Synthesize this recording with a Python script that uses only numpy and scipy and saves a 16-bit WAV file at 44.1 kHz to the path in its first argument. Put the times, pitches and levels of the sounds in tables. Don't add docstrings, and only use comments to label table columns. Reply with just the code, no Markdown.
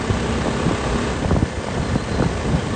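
import sys
import numpy as np
from scipy.fft import rfft, irfft, next_fast_len
from scipy.io import wavfile
from scipy.ndimage import map_coordinates

SR = 44100
rng = np.random.default_rng(int(sys.argv[2]) if len(sys.argv) > 2 else 0)


def generate_wav(sig):
    pcm = np.round(np.clip(np.atleast_2d(sig).T, -1, 1) * 32767).astype(np.int16)
    wavfile.write(sys.argv[1], SR, pcm)


N = 121275


def amp(db):
    return 10 ** (np.asarray(db) / 20)


def unit(x):
    return x / np.sqrt(np.mean(x ** 2) + 1e-20)


def curve(rows):
    return np.interp(np.arange(N) / SR, *np.transpose(rows))


def wobble(rate):
    return map_coordinates(rng.standard_normal(N // 10), [np.arange(N) * rate / SR], mode="wrap")


def filtered(x, response):
    size = 2 * next_fast_len(N)
    return irfft(rfft(x, size) * response(np.fft.rfftfreq(size, 1 / SR)), size)[:N]


def coloured(x, points):
    def response(hz):
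        knots_hz, db = np.transpose(points)
        gain = amp(np.interp(np.log(hz + 1), np.log(knots_hz), db))
        cepstrum = irfft(np.log(gain))
        return np.exp(rfft(2 * cepstrum[:len(cepstrum) // 2], len(cepstrum)))
    return unit(filtered(x, response))


def exhaust(firing_hz, cycle, firing_at, count=75):
    # (frequency [Hz], relative level [dB])
    pipe = [(20, -21.5), (35, -15), (66, 2), (100, -6.5), (135, -1), (192, -10), (232, 4.5), (275, -5.5),
            (350, -8), (405, 1.5), (450, -3), (500, -2.5), (545, -13), (630, -9), (770, -24), (900, -10),
            (1020, -19), (1150, -5.5), (1300, -18), (1700, -17.5), (3000, -38.5)]
    hz, db = np.transpose(pipe)
    smear_cycles, waver_db = .19, 2.5
    lags = np.cumsum(firing_at + smear_cycles * rng.standard_normal(count))
    out = np.zeros(N)
    for order, lag in enumerate(lags, 1):
        waver = np.interp(cycle, np.arange(count) * 2, rng.standard_normal(count))
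        level = np.interp(np.log(order * firing_hz), np.log(hz), db) + waver_db * waver
        out += amp(level) * np.sin(2 * np.pi * (order * cycle - lag))
    return out


def gas_rasp(angle):
    # (frequency [Hz], relative density [dB])
    spectrum = [(100, -40), (400, -1), (800, 3), (1150, 1.5), (1350, -2.5), (1750, -4), (2250, -7.5),
                (2550, -4.5), (4000, -9), (5500, -16.5), (8200, -13), (9500, -41.5)]
    depth_db, sharpness = 2.5, 4
    burst = np.exp(sharpness * (np.cos(angle) - 1))
    return coloured(rng.standard_normal(N) * amp(depth_db * burst), spectrum)


def casing_clatter(angle):
    # (frequency [Hz], bandwidth [Hz], relative level [dB])
    modes = [(1503, 130, -0.5), (1734, 59, 2), (2042, 37, -1.5), (2980, 220, -10.5), (4760, 170, -17.5),
             (6030, 260, -14.5), (6890, 68, -10), (8420, 135, -11.5)]
    def response(f):
        return sum(amp(db) * 1j * f * width / (hz * hz - f * f + 1j * f * width) for hz, width, db in modes)
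    depth_db = 1.5
    pulsing = (np.cos(angle) + np.cos(2 * angle)) / 2
    taps = rng.standard_normal(N) * amp(depth_db * pulsing)
    return unit(filtered(taps, response))


def engine():
    # (time [s], firing rate [Hz])
    speed = [(0, 31.6), (.22, 32.45), (.32, 32.35), (.43, 32.5), (.6, 33.1), (.75, 33.35), (.95, 33.85),
             (1.12, 34), (1.5, 28.2), (1.85, 26.65), (2.1, 26.85), (2.4, 27.25), (2.75, 27.4)]
    # (time [s], opening [0-1])
    throttle = [(0, 0.7), (.25, 0.83), (1.08, 0.94), (1.2, 0.61), (1.42, 0.03), (1.75, 0.47), (2.3, 0.45),
                (2.75, 0.52)]
    firing_hz, shut = curve(speed), 1 - curve(throttle)
    firing_at = .47
    cycle = np.cumsum(firing_hz) / SR
    angle = 2 * np.pi * (cycle - firing_at)
    puffs = amp(-31 - 19 * shut) * exhaust(firing_hz, cycle, firing_at)
    rasp = amp(-29 - 12 * shut) * gas_rasp(angle)
    clatter = amp(-38) * casing_clatter(angle)
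    return puffs + rasp + clatter


def tyres():
    # (frequency [Hz], relative density [dB])
    spectrum = [(25, -42.5), (60, -10.5), (200, 3), (330, 1), (500, 6), (800, -4), (1150, -2),
                (1320, -13.5), (1900, -6.5), (2400, -10.5), (3200, -16), (5500, -16), (8500, -27),
                (9500, -40)]
    grit_db, patch_db = 2.5, 1.2
    roughness = amp(grit_db * wobble(rate=300) + patch_db * wobble(rate=12))
    return amp(-32) * coloured(rng.standard_normal(N) * roughness, spectrum)


def wind():
    # (time [s], level [dB])
    gusts = [(0, -21.5), (.05, -33), (.105, -25), (.17, -26.5), (.23, -26), (.3, -24), (.47, -26),
             (.58, -28.5), (.68, -22.5), (.79, -35), (.88, -23.5), (1.02, -27), (1.16, -29), (1.28, -24.5),
             (1.37, -28), (1.425, -20), (1.46, -31.5), (1.54, -33), (1.585, -23), (1.63, -35),
             (1.74, -27.5), (1.785, -22), (1.87, -26), (1.945, -26), (1.985, -30), (2.07, -30), (2.19, -21),
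             (2.31, -25), (2.42, -28.5), (2.48, -22), (2.56, -21.5), (2.61, -27.5), (2.75, -26)]
    # (frequency [Hz], relative density [dB])
    spectrum = [(20, -36), (35, -9.5), (60, 7.5), (110, 4), (180, 3.5), (300, -3.5), (550, -10.5),
                (900, -13.5), (1500, -40.5), (4000, -52.5)]
    gain_db, flutter_db, crest = 1.5, 1.5, 2.4
    flow = rng.standard_normal(N) * amp(flutter_db * wobble(rate=90))
    buffeting = np.tanh(coloured(flow, spectrum) / crest)
    return amp(gain_db + curve(gusts)) * unit(buffeting)


def eddies():
    # (time [s], envelope peak [dB], centre pitch [Hz])
    strikes = [(.103, -13, 300), (.108, -12.5, 95), (.461, -15, 380), (.47, -14, 650), (.482, -11.5, 620),
               (.486, -14, 250), (.603, -16, 440), (.668, -12.5, 230), (.682, -15, 200), (.713, -9.5, 400),
               (.738, -16, 100), (1.23, -15, 230), (1.248, -12, 700), (1.257, -17, 140), (1.309, -9, 1200),
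               (1.3135, -8, 420), (1.316, -10.5, 170), (1.324, -17, 520), (1.338, -13, 85),
               (1.352, -15, 350), (1.366, -9.5, 550), (1.375, -11.5, 130), (1.392, -17, 100),
               (1.428, -8.5, 225), (1.434, -16, 105), (1.686, -14, 740), (1.775, -18, 330),
               (1.791, -15, 175), (1.916, -17, 140), (1.938, -17, 105), (1.956, -14, 900), (1.96, -10, 230),
               (2.024, -20, 147), (2.199, -14, 620), (2.207, -12, 200), (2.224, -7.5, 950),
               (2.2265, -7, 420), (2.241, -16, 850), (2.266, -17, 130), (2.477, -15.5, 190),
               (2.546, -15, 180)]
    width_cycles, fall = .75, .48
    wake_db, ripples_per_cycle, port_hz = -10.5, 5, 1550
    t, out = np.arange(N) / SR, np.zeros(N)
    for centre, db, hz in strikes:
        stretch = np.maximum(1 + fall * hz * (t - centre), 1e-9)
        turns = np.log(stretch) / fall
        swing = np.sin(2 * np.pi * (turns + rng.random()))
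        wake = amp(wake_db) * wobble(ripples_per_cycle * hz)
        envelope = amp(db) * np.exp(-.5 * (turns / width_cycles) ** 2)
        out += envelope * (swing + wake)
    return filtered(out, lambda hz: 1 / np.sqrt(1 + (hz / port_hz) ** 20))


def squeals():
    # (time [s], pitch [Hz], level [dB])
    contours = [
        [(1.79, 4400, -62), (1.82, 4270, -45), (1.885, 4080, -44), (1.93, 4060, -54), (2.008, 4080, -39.5),
         (2.028, 4300, -46), (2.06, 4120, -57), (2.11, 4120, -43), (2.15, 4110, -39.5), (2.21, 4040, -48),
         (2.23, 4120, -40), (2.28, 4200, -58)],
        [(2.575, 3150, -49), (2.603, 3200, -37), (2.625, 3250, -49)],
    ]
    scatter_hz, scatter_db = 55, 3
    t, out = np.arange(N) / SR, np.zeros(N)
    for rows in contours:
        times, hz, db = np.transpose(rows)
        pitch = np.interp(t, times, hz) + scatter_hz * wobble(rate=300)
        level = np.interp(t, times, db, left=-np.inf, right=-np.inf) + scatter_db * wobble(rate=300)
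        out += amp(level) * np.sin(2 * np.pi * np.cumsum(pitch) / SR)
    return out


def scene():
    return (engine() + tyres() + wind() + eddies() + squeals())[None]


def record(dry):
    cutoff_hz = 9170
    low_pass = lambda hz: 1 / np.sqrt(1 + (hz / cutoff_hz) ** 220)
    return np.array([filtered(channel, low_pass) for channel in dry])


dry = scene()
out = record(dry)
generate_wav(out)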